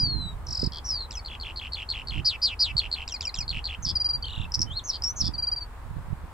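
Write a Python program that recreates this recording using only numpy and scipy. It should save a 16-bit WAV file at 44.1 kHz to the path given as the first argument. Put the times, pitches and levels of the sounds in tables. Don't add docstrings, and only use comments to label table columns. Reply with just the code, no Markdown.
import sys
import numpy as np
from scipy import signal
from scipy.fft import rfft, irfft
from scipy.io import wavfile
from scipy.ndimage import uniform_filter1d

SR = 44100
rng = np.random.default_rng(int(sys.argv[2]) if len(sys.argv) > 2 else 0)


def amplitude_ratio(level_db):
    exponent = np.asarray(level_db, float) / 20
    return 10 ** exponent


def generate_wav(sig):
    pcm = np.round(np.clip(np.atleast_2d(sig).T, -1, 1) * 32767).astype(np.int16)
    wavfile.write(sys.argv[1], SR, pcm)


N = 279148

# (frequency [Hz], gain [dB])
BREATH_GAIN = [(3000, -47), (5200, -36), (6400, -31.5), (7300, -6.5), (8000, -8), (8800, -36.5),
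               (10500, -30.5), (15000, -42.5)]


def lark():
    calls = glides() + trill() + hooks() + slide() + stepped_calls() + churrs() + dips() + buzzes()
    calls += swoops() + arches() + single_notes() + waves()
    song = np.zeros(N, complex)
    for s, sound in calls:
        add(song, s, sound)
    gain = amplitude_ratio(read(BREATH_GAIN, np.fft.rfftfreq(N, 1 / SR)))
    return song.real + irfft(rfft(song.imag) * gain, N)


# (frequency [Hz], gain [dB])
BEAK_GAIN = [(5000, -19.5), (6200, -33), (7400, -17.5), (8000, -22.5), (8700, -52.5), (9600, -38.5),
             (12000, -29.5), (15000, -35.5)]


def syrinx(hz, third_db=-12, under_db=-42, breath_db=-12):
    haste = np.clip(abs(np.gradient(hz)) * SR / 60000, .03, 1)
    rasp, rasp_ms = 0.019, 0.85
    wobble = evened(uniform_filter1d(rng.standard_normal(len(hz)), size=round(rasp_ms * SR / 1000)))
    phase = 2 * np.pi * (np.cumsum(hz * (1 + rasp * haste * wobble)) / SR + rng.random())
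    second = amplitude_ratio(read(BEAK_GAIN, 2 * hz)) * np.sin(2 * phase)
    third = amplitude_ratio(read(BEAK_GAIN, 3 * hz) + third_db) * (3 * hz < SR / 2) * np.sin(3 * phase)
    under_third = amplitude_ratio(read(BEAK_GAIN, 3 * hz / 2) + 12.5) * np.sin(3 * phase / 2)
    under = amplitude_ratio(under_db) * (np.sin(phase / 2) + under_third)
    breath = amplitude_ratio(breath_db) * haste * rng.standard_normal(len(hz))
    return np.sin(phase) + second + third + under + 1j * breath


def note(s, ms, in_hz, out_hz, db, under_db=-42, breath_db=-12, edge_ms=7, soft=0.82):
    edge = min(soft * ms, edge_ms)
    t = np.arange(-edge / 3, ms + edge / 3, 1000 / SR)
    rise = np.clip(np.minimum(t - t[0], t[-1] - t) / edge, 0, 1)
    hz = in_hz + (out_hz - in_hz) * np.clip(t / ms, -.15, 1.15)
    voice = syrinx(hz, under_db=under_db, breath_db=breath_db)
    return s - edge / 3000, amplitude_ratio(db) * np.sin(np.pi / 2 * rise) ** 2 * voice


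def figure(s, hz, db, shape, under_db=-42, breath_db=-10, edge_ms=7):
    out = np.zeros(5500, complex)
    lead = .015
    for ms, length, enter, leave, rel_db in shape:
        below_db = under_db if 1.7 < enter + leave < 2.5 else -42
        level = db + rel_db + rng.normal(0, 1.0)
        add(out, *note(ms / 1000 + lead, length, enter * hz, leave * hz, level, below_db, breath_db, edge_ms))
    return s - lead, out


def fluttered(s, hz, db, depth, rate_hz, swing, wobble):
    t = np.arange(s[0], s[-1], 1 / SR)
    hz, db, depth, swing = (np.interp(t, s, c + 0 * s) for c in (hz, db, np.clip(depth, 0, 1), swing))
    drift = evened(uniform_filter1d(rng.standard_normal(len(t)), size=150))
    beat = 2 * np.pi * np.cumsum(rate_hz * (1 + wobble * (1 - depth) * drift)) / SR
    flow = (1 + depth * np.cos(beat)) / np.sqrt(1 + depth ** 2 / 2)
    begun = .004 * (s[0] == 0)
    ends = np.clip(np.minimum(t + begun - t[0], t[-1] - t) / 0.0024, 0, 1)
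    voice = syrinx(hz * (1 + swing * (1 - 0.89 * depth) * np.sin(beat)), under_db=-45, breath_db=-19.0)
    return s[0], np.sqrt(2) * amplitude_ratio(db) * flow * ends * voice


def stroke(s, ms, hz, db):
    t = np.arange(ms[0], ms[-1], 1000 / SR)
    hz, db = (uniform_filter1d(np.interp(t, ms, c), size=40) for c in (hz, db))
    return s + ms[0] / 1000, amplitude_ratio(db) * signal.windows.tukey(len(t), .15) * syrinx(hz)


def run_of(s, gap_ms, first_db, last_db, count):
    return zip(s + np.arange(count) * gap_ms / 1000, np.linspace(first_db, last_db, count))


# (time [s], pitch [Hz], rms level [dB])
GLIDE_COURSES = [
    [(0, 4884, -26), (.022, 4860, -24.5), (.046, 4650, -26.5), (.074, 4450, -31.5), (.126, 4259, -33),
     (.154, 4180, -38.5), (.26, 3942, -40), (.335, 3796, -53)],
    [(4.665, 3097, -58), (4.68, 3040, -49), (4.695, 3120, -56), (4.713, 3174, -39), (4.749, 3930, -50),
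     (4.775, 4315, -28.5), (4.79, 4200, -34)],
    [(5.047, 5516, -29), (5.077, 5560, -30.5), (5.095, 5810, -35), (5.111, 6110, -35), (5.125, 5900, -58)],
]
GLIDE_FLUTTER = [.01, 0.1, 0.074]


def glides():
    calls = [note(4.788, 13.0, 4250, 3200, -35)]
    for rows, depth in zip(GLIDE_COURSES, GLIDE_FLUTTER):
        s, hz, db = np.transpose(rows)
        calls.append(fluttered(s, hz, db, depth + 0 * s, rate_hz=220, swing=0.046 * depth, wobble=0.27))
    return calls


# (time [s], peak level [dB])
TRILL_SWEEPS = [
    (0.4671, -34.5),
    (.484, -33.5),
    (0.5048, -30.5),
    (0.525, -27.5),
    (.5475, -26.5),
    (.57, -27.5),
    (0.5923, -26),
    (.6146, -25.5),
    (0.637, -26),
    (0.6595, -28.5),
]


def trill():
    high_hz, low_hz, end_hz, sink_s = 6280, 5345, 4600, 0.109
    first_ms, fill = 5.9, .56
    s, db = np.transpose(TRILL_SWEEPS)
    sunk = np.clip((s - s[0]) / sink_s, 0, 1)
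    ms = np.append(first_ms, 1000 * fill * np.gradient(s)[1:])
    top_hz = high_hz + (low_hz - high_hz) * sunk
    calls = []
    for at, length, top, level in zip(s, ms, top_hz, db):
        calls += [note(at, length, top, end_hz, level + 0.5, breath_db=-7.5, edge_ms=8.3),
                  note(at + length / 1000, 6.6, end_hz, 0.82 * end_hz, level - 15)]
    return calls


# (offset [ms], length [ms], pitch in [factor], pitch out [factor], level [dB])
HOOK_SHAPE = [(-0.64, 2.8, 1.71, 1.23, 0), (1.2, 7.5, 0.99, 1.08, -9.5)]
# (first time [s], gap [ms], first level [dB], last level [dB])
HOOK_PACE = (.7213, 12.6, -33.5, -30.5)


def hooks():
    return [figure(s, 3190, db, HOOK_SHAPE) for s, db in run_of(*HOOK_PACE, count=6)]


# (time [s], peak level [dB])
SLIDE_PULSES = [(.844, -40), (.8508, -35), (.8592, -33.5), (.868, -33), (0.878, -34.5), (.888, -27.5),
                (0.9017, -24.5), (.9176, -27), (0.9356, -27.5), (0.9516, -29), (0.97, -31.5), (.9865, -35),
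                (1.0054, -34.5), (1.0232, -37), (1.0427, -44)]
# (time [s], pitch [Hz], extra fall within a pulse [Hz])
SLIDE_COURSE = [(.844, 5430, 350), (.854, 5870, 600), (.88, 5700, 400), (0.906, 5290, 280),
                (.945, 4780, 150), (.99, 4360, 100.4), (1.056, 4000, 100)]


def slide():
    fill = 0.83
    s, db = np.transpose(SLIDE_PULSES)
    gap = np.diff(s)
    length = fill * np.append(gap, gap[-1])
    at, hz, fall = np.transpose(SLIDE_COURSE)
    half = np.interp(s, at, fall) / 2
    in_hz, out_hz = np.interp(s, at, hz) + half, np.interp(s + length, at, hz) - half
    calls = []
    for s, length, in_hz, out_hz, db in zip(s, length, in_hz, out_hz, db):
        calls += [note(s, 1000 * length, in_hz, out_hz, db, breath_db=-16, edge_ms=2.97),
                  note(s + length, 3.5, out_hz, 0.84 * out_hz, db - 10.0)]
        if s > 1:
            calls += [note(s, 2.93, 1.04 * in_hz, 0.955 * in_hz, db + 5.5)]
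    return calls


# (time [s], pitch [Hz], peak level [dB])
STEP_CALLS = [
    (1.108, 5150, -32),
    (3.077, 4894, -27.5),
    (3.2077, 4800, -26),
    (3.342, 4964, -25.5),
]
# (offset [ms], length [ms], pitch in [factor], pitch out [factor], level [dB])
STEP_SHAPE = [(8, 1.7, 0.89, 1.12, -11), (18.5, 2.2, 1.13, 0.76, -8), (9.5, 4.5, 1.4, 1.57, -12),
              (19.5, 3.6, 1.4, 1.47, -13.5), (0, 4.2, 0.88, 1.19, 0), (11, 3, .85, 0.73, -5.5),
              (19.5, 9, 0.65, .74, -15), (31, 13, 0.638, 0.649, -15), (30, 4.6, 1.17, 1.42, -14),
              (44.5, 5.2, 1.07, 1.185, -1.5), (49, 7.2, 1.15, 1.174, -6.5), (62, 14.4, 1.02, 0.981, -2),
              (82, 11.2, .91, 0.842, -9.5)]


def stepped_calls():
    return [figure(*row, STEP_SHAPE, under_db=-12.5, edge_ms=3.52) for row in STEP_CALLS]


# (time [s], level [dB], link pitch [Hz], link level [dB])
CHURR_CALLS = [
    (1.25, -32.5, 3250, -36.5),
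    (1.4008, -32, 3220, -33),
    (1.562, -29.5, 3340, -31),
    (1.7229, -26.5, 3330, -35),
    (1.891, -23, 3880, -35),
    (2.074, -27.5, 3220, -31),
    (2.7693, -16, 3530, -32),
    (2.9165, -21.5, 4110, -29),
    (3.4812, -23, 3620, -35),
    (3.6434, -24.5, 3920, -42),
]
# (offset [ms], length [ms], pitch in [factor], pitch out [factor], level [dB])
RATTLE_SHAPE = [(-2, 4.2, 0.957, 1.051, 2), (4.5, 2.6, 1.147, 0.9, -5.5)]
LAST_RATTLE_SHAPE = [(-2, 5.4, .97, 0.98, 1.5), (5.5, 3.2, 1.08, 0.87, -5), (9.5, 2.8, .86, .74, -8)]


def churrs():
    gap_s, rattle_hz = .0116, 4388
    rattles = ((-5, RATTLE_SHAPE), (0, RATTLE_SHAPE), (-0.5, LAST_RATTLE_SHAPE))
    calls = []
    for s, db, link_hz, link_db in CHURR_CALLS:
        for k, (rel_db, shape) in enumerate(rattles):
            calls.append(figure(s + k * gap_s, rattle_hz, db + rel_db, shape))
        calls.append(note(s + .0345, 3.8, .95 * link_hz, 1.04 * link_hz, link_db))
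    return calls


# (time of the fall [s], rebound pitch [Hz], fall level [dB], rebound level [dB])
DIP_CALLS = [(1.2976, 3300, -46, -36), (1.3157, 3210.0, -37, -36), (1.334, 3160, -36, -35.5),
             (1.353, 2810, -32, -40), (1.448, 3300, -39.5, -33), (1.4637, 2950, -35, -30),
             (1.483, 2700, -34, -34.1), (1.501, 2710.0, -32.7, -34), (1.5207, 2930.0, -41, -53.0),
             (1.6143, 3200, -35, -32.5), (1.6323, 2790, -35, -33), (1.651, 2700, -32, -31),
             (1.671, 2710, -31.5, -36.5), (1.7678, 3330, -40, -32.5), (1.7843, 3150, -33.2, -31.1),
             (1.8028, 2730, -30.1, -32), (1.822, 2820, -30, -29), (1.8398, 2660.0, -44, -55),
             (1.9373, 3230.0, -37, -31.5), (1.9536, 2870, -32, -30), (1.971, 2700, -30, -30.5),
             (1.9907, 2570.0, -31.6, -31.1), (2.0113, 2530, -37, -34), (2.1217, 3132, -34, -31.6),
             (2.1377, 2840, -33.4, -30.5), (2.1552, 2795, -32.6, -31.5), (2.1744, 2730, -33, -28.5),
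             (2.1927, 2770, -33, -32.1), (2.8173, 3120, -31.6, -34.1), (2.8361, 2670, -31, -30.5),
             (2.855, 2680.0, -30, -30.6), (2.873, 2560.0, -35.8, -58), (2.9625, 3220, -37, -34.9),
             (2.9795, 2850, -34, -31), (2.9992, 2695, -35, -31.5), (3.0202, 2770, -30, -31),
             (3.039, 2720.0, -36.9, -51), (3.5296, 2910, -32, -32), (3.5469, 2790, -29, -29),
             (3.5654, 2750.0, -30, -27), (3.5848, 2743, -29, -29), (3.6026, 2970, -41.1, -51.5),
             (3.688, 3280, -39, -31.2), (3.7036, 2810, -34.2, -30.5), (3.7227, 2800.0, -33, -31),
             (3.7411, 2744, -31.5, -30)]


def dips():
    floor_hz, span_hz = 2700, 520
    calls = []
    for s, hz, fall_db, up_db in DIP_CALLS:
        lift = np.clip((hz - floor_hz) / span_hz, 0, 1)
        crest_hz = 3120 + 0.53 * (hz - floor_hz)
        up = s + 0.0053 - 0.0027 * lift
        calls += [note(s - .0042, 1.6, 4500, 3500, fall_db - 14),
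                  note(s - .0018, 2.7, 3300, 2270, fall_db),
                  note(up - .0018, 1.9, 1950, 2550, up_db - 9.5),
                  note(up, 4.3, 2415, crest_hz, up_db - 2.3 * lift),
                  note(up + 0.0038, 4.9 + 5.1 * lift, crest_hz, 0.968 * crest_hz, up_db - 11.5 + 7 * lift)]
    return calls


# (time [s], length [s], rms level [dB])
BUZZ_CALLS = [
    (2.245, 0.12, -21),
    (2.416, 0.13, -21),
    (2.59, 0.13, -20.5),
]
# (share of length [0-1], pitch [Hz], level [dB], flutter depth [0-1])
BUZZ_COURSE = [(0, 4600, -17.5, 0.71), (0.119, 4950, -2, .75), (.32, 4650, -1, .75), (.48, 4000, -10, 0.65),
               (.6, 3250, -17, .4), (.8, 2700, -18, .4), (.995, 2550, -19, 0.46)]


def buzzes():
    share, hz, rel_db, depth = np.transpose(BUZZ_COURSE)
    return [fluttered(s + share * length, hz, db + rel_db, depth, rate_hz=287, swing=-.15, wobble=0.32)
            for s, length, db in BUZZ_CALLS]


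# (time [s], length [s], rms level [dB])
SWOOP_CALLS = [
    (3.821, 0.042, -25),
    (4.836, 0.085, -24),
    (5.157, 0.073, -21),
]
# (share of length [0-1], pitch [Hz], level [dB], flutter depth [0-1])
SWOOP_COURSE = [(0, 6300, -28, 0.85), (.2, 6390, -17, .9), (.55, 6090, -16, 0.71), (.66, 5770, -9, 0.089),
                (.78, 5250, 1.5, .01), (.87, 4600, -12, .01), (.995, 3500, -23, .01)]


def swoops():
    share, hz, rel_db, depth = np.transpose(SWOOP_COURSE)
    return [fluttered(s + share * length, hz, db + rel_db, depth, rate_hz=210, swing=-.17 * depth, wobble=1.5)
            for s, length, db in SWOOP_CALLS]


# (time of the tip [s], pitch [Hz], level [dB])
ARCH_CALLS = [(3.868, 4890, -24.5), (3.8795, 4850, -26), (3.891, 4900, -21.5), (3.901, 4930, -22.5),
              (3.912, 4850, -26), (4.935, 4600, -30), (4.946, 4600, -28.5), (4.957, 4600, -28.5),
              (4.968, 4540, -35), (5.234, 4920, -33.5), (5.2457, 4900, -26.5), (5.256, 5070, -24.5),
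              (5.268, 5060, -24.5), (5.279, 5000, -24)]
# (offset [ms], pitch [factor], level [dB])
ARCH_COURSE = [(-5, .8, -25), (-3.5, .92, -4), (-1.5, 0.994, 1), (-1, 1.13, -11), (2, 1.016, 2.5),
               (3, 0.89, -8), (3.6, 0.745, -16), (3.5, 0.687, -11), (8, 0.7, -21.5)]


def arches():
    ms, factor, rel_db = np.transpose(ARCH_COURSE)
    return [stroke(s, ms, hz * factor, db + rel_db) for s, hz, db in ARCH_CALLS]


# (time [s], length [ms], pitch in [Hz], pitch out [Hz], peak level [dB])
WHISTLE_NOTES = [(3.9537, 22.9, 4990, 4600, -21.5), (3.9992, 27.1, 4930, 4686, -23.5),
                 (4.0439, 28.7, 4910, 4675, -22.5), (4.088, 29.2, 4880, 4645, -24),
                 (4.1312, 33, 4790, 4674, -26.5), (5.3357, 24.8, 4850, 4450, -34),
                 (5.38, 25.6, 4800, 4670, -28), (5.423, 28.3, 4777, 4660, -26),
                 (5.4685, 25.1, 4820, 4670, -25), (5.5156, 25.5, 4850, 4710, -24.5),
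                 (5.5598, 31.9, 4730, 4640, -31), (5.607, 29.6, 4640, 4490.0, -35.5)]
CHIP_NOTES = [(4.5194, 3.5, 5010, 5620, -27), (4.5394, 2.5, 5850, 4370, -25.5),
              (4.5417, 5.0, 4830, 5800, -18), (4.5472, 2.2, 5820, 4530, -15.5),
              (4.5521, 5.8, 4720, 5700, -19), (4.5925, 3.0, 5060, 5670, -21),
              (4.6067, 1.9, 5330, 5870, -24), (4.615, 3.2, 6200, 4440.0, -18),
              (4.617, 4.5, 4960, 5860, -15.5), (4.6234, 2.2, 5680, 4400, -20), (4.6273, 5, 4850, 5640, -21),
              (4.923, 4.6, 5210, 3600, -36), (5.0214, 2.7, 5360, 5030, -22.5),
              (5.0369, 3.3, 5900, 4920, -22), (5.0406, 5.7, 5210.0, 5640, -19.5)]
WARBLE_NOTES = [
    (4.2238, 11.2, 4660, 4460, -30),
    (4.2386, 12.4, 3110, 3220, -32.5),
    (4.252, 7.2, 4200, 4500, -32),
    (4.2575, 3, 4200, 2700, -36),
    (4.2495, 3, 3350, 4200, -40),
    (4.265, 11, 2950, 3180, -34.5),
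    (4.2765, 2.2, 3260, 4200, -40),
    (4.2785, 6, 4270, 4430, -37),
    (4.2838, 2.4, 4050, 2530, -32),
    (4.289, 13, 2800, 2980, -40),
]


def single_notes():
    return [note(*row) for row in WHISTLE_NOTES + CHIP_NOTES + WARBLE_NOTES]


# (offset [ms], length [ms], pitch in [factor], pitch out [factor], level [dB])
WAVE_SHAPE = [(-11, 5, .74, 1, -0.5), (-4.5, 7, 0.83, 0.99, -0.5), (1, 2, 0.89, 0.64, 2),
              (6, 3.1, 0.68, .7, -3), (7.5, 8.8, 0.704, 0.7, -2)]
# (first time [s], gap [ms], first level [dB], last level [dB])
WAVE_PACE = (4.3075, 27, -37, -38)


def waves():
    return [figure(s, 4200 * (1 - 0.017 * k), db, WAVE_SHAPE)
            for k, (s, db) in enumerate(run_of(*WAVE_PACE, count=6))]


def ground(x, t60=0.082, gap=150):
    t = np.arange(6000) / SR
    sign = rng.choice([-1., 1.], (2, 6000))
    sparse = rng.random((2, 6000)) < .08
    taps = sign * sparse * amplitude_ratio(-60 * t / t60) * (t > gap / SR)
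    return signal.fftconvolve(x[None], taps / np.linalg.norm(taps[0]), axes=1)[:, :N]


# (time of the peak [s], rms level [dB], time to rise 30 dB [ms], time to fall 30 dB [ms])
GUST_PEAKS = [(0.029, -33, 200.5, 693), (.19, -35.5, 700, 280), (.49, -36.5, 31, 101),
              (0.64, -29.5, 73, 124), (2.19, -31, 154, 83.5), (2.745, -44, 128, 61), (2.88, -51.5, 200, 90),
              (3.391, -42, 31, 88), (3.51, -41.5, 131, 248), (3.585, -46, 200, 30), (3.864, -39, 157, 147),
              (3.921, -38.5, 150, 106), (4.17, -49.5, 300, 701), (4.411, -41, 248, 257),
              (4.599, -34, 93, 247), (4.7, -41, 200, 77), (5.19, -48, 45, 150), (5.29, -34, 267, 200),
              (5.85, -43, 22, 267), (5.979, -36.5, 91.5, 98), (6.13, -44, 430, 79), (6.25, -44.5, 102, 65)]


def wind_db(t):
    s, db, rise_ms, fall_ms = np.transpose(GUST_PEAKS)[..., None]
    drop = 30000 * np.maximum((s - t) / rise_ms, (t - s) / fall_ms)
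    return np.maximum((db - drop).max(0), -69)


# (frequency [Hz], level [dB])
CALM_SPECTRUM = [(20, -10), (60, 2.5), (130, -7), (300, -43.5), (900, -71), (2500, -110)]
STORM_SPECTRUM = [(20, -5), (60, 7), (130, -1), (300, -12), (900, -51.5), (2500, -110)]
# (time [s], share [0-1])
LEFT_SHARE = [(3.89, 0.02), (3.915, 0.9), (4.02, 1), (4.06, 0)]


def gusts(calm_db=-56, storm_db=-36, lumpy_db=4.0, port_db=5.0):
    frames, hz = N // 256 + 5, np.fft.rfftfreq(1024, 1 / SR)
    s = np.arange(frames) * 256 / SR
    db = wind_db(s)
    force = np.clip((db - calm_db) / (storm_db - calm_db), 0, 1)
    colour_db = np.outer(read(CALM_SPECTRUM, hz), 1 - force) + np.outer(read(STORM_SPECTRUM, hz), force)
    band = amplitude_ratio(colour_db[(hz > 110) & (hz < 400)])
    a, b = rng.standard_normal((frames, 513, 2)).T
    spectrum = (a + 1j * b) * amplitude_ratio(colour_db) / np.sqrt((band ** 2).sum(0))
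    air = signal.istft(spectrum, nperseg=1024, noverlap=768)[1][:N]
    slow = signal.butter(4, 45, fs=SR, output="sos")
    lumps = evened(signal.sosfilt(slow, rng.standard_normal(N)))
    t = np.arange(N) / SR
    air = air * amplitude_ratio(uniform_filter1d(np.interp(t, s, db), size=400) + port_db + lumpy_db * lumps)
    left = np.clip(np.interp(t, *np.transpose(LEFT_SHARE)), 0, 1)
    return air * np.array([np.sqrt(left), np.sqrt(1 - left)])


# (time [s], frequency [Hz], peak level [dB])
EDDIES = [
    (.632, 480, -14),
    (.645, 300, -19),
]


def pops():
    out = np.zeros((2, N))
    for s, hz, db in EDDIES:
        u = np.arange(-3, 3, 2 * hz / SR)
        add(out[1], s - 3 / (2 * hz), -amplitude_ratio(db) * (1 - 2 * u ** 2) * np.exp(-u ** 2))
    return out


# (frequency [Hz], density [dB per Hz])
FIELD_SPECTRUM = [(15, -44.5), (25, 6), (72, -2), (190, -24), (317, -23.5), (624, -24.5), (936, -17.5),
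                  (2910, -37), (4490, -41.5), (6210, -47.5), (7710, -42.5), (12200, -48), (16000, -49.5)]
# (frequency [Hz], correlation [-1 to 1])
LIKENESS = [(30, 0.93), (60, 0.99), (130, 0.81), (300, 0.73), (680, 0.79), (1000, 0.52), (1500, 0.5),
            (3000, 0)]
# (frequency [Hz], width [Hz], level over the rumble [dB])
MACHINE_HUMS = [(64.6, 14.7, 4.5), (236.6, 10, 6.5)]


def field():
    frames, hz = N // 512 + 5, np.fft.rfftfreq(2048, 1 / SR)
    a, b, c, d, patches = rng.standard_normal((frames, 1025, 5)).T
    patches = evened(uniform_filter1d(uniform_filter1d(patches, size=16, axis=0), size=8, axis=1))
    same = np.clip(read(LIKENESS, hz), -1, 1)[:, None]
    left = a + 1j * b
    z = np.array([left, same * left + np.sqrt(1 - same ** 2) * (c + 1j * d)])
    hums_db = sum(db * np.exp(-((hz - f) / width) ** 2) for f, width, db in MACHINE_HUMS)
    z *= amplitude_ratio((read(FIELD_SPECTRUM, hz) + hums_db)[:, None] + 0.61 * patches)
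    return amplitude_ratio(-40) * evened(signal.istft(z, nperseg=2048, noverlap=1536)[1][:, :N])


def evened(x):
    return x / np.sqrt(np.mean(x ** 2) + 1e-20)


def read(points, hz):
    f, value = np.transpose(points)
    return np.interp(np.log(hz + 1), np.log(f + 1), value)


def add(mix, s, sound):
    part = mix[max(round(s * SR), 0):][:len(sound)]
    part += sound[:len(part)]


def scene():
    song = lark()
    direct = np.array([amplitude_ratio(2.5) * np.roll(song, shift=1), amplitude_ratio(2.0) * song])
    return direct + amplitude_ratio(-8) * ground(song) + field() + gusts() + pops()


def band_limit(x):
    return signal.sosfilt(signal.butter(12, 16250, fs=SR, output="sos"), x)


def record(dry):
    dull = signal.oaconvolve(dry, signal.firwin(511, 15700, fs=SR)[None], "same")
    return band_limit(dull)


dry = scene()
out = record(dry)
generate_wav(out)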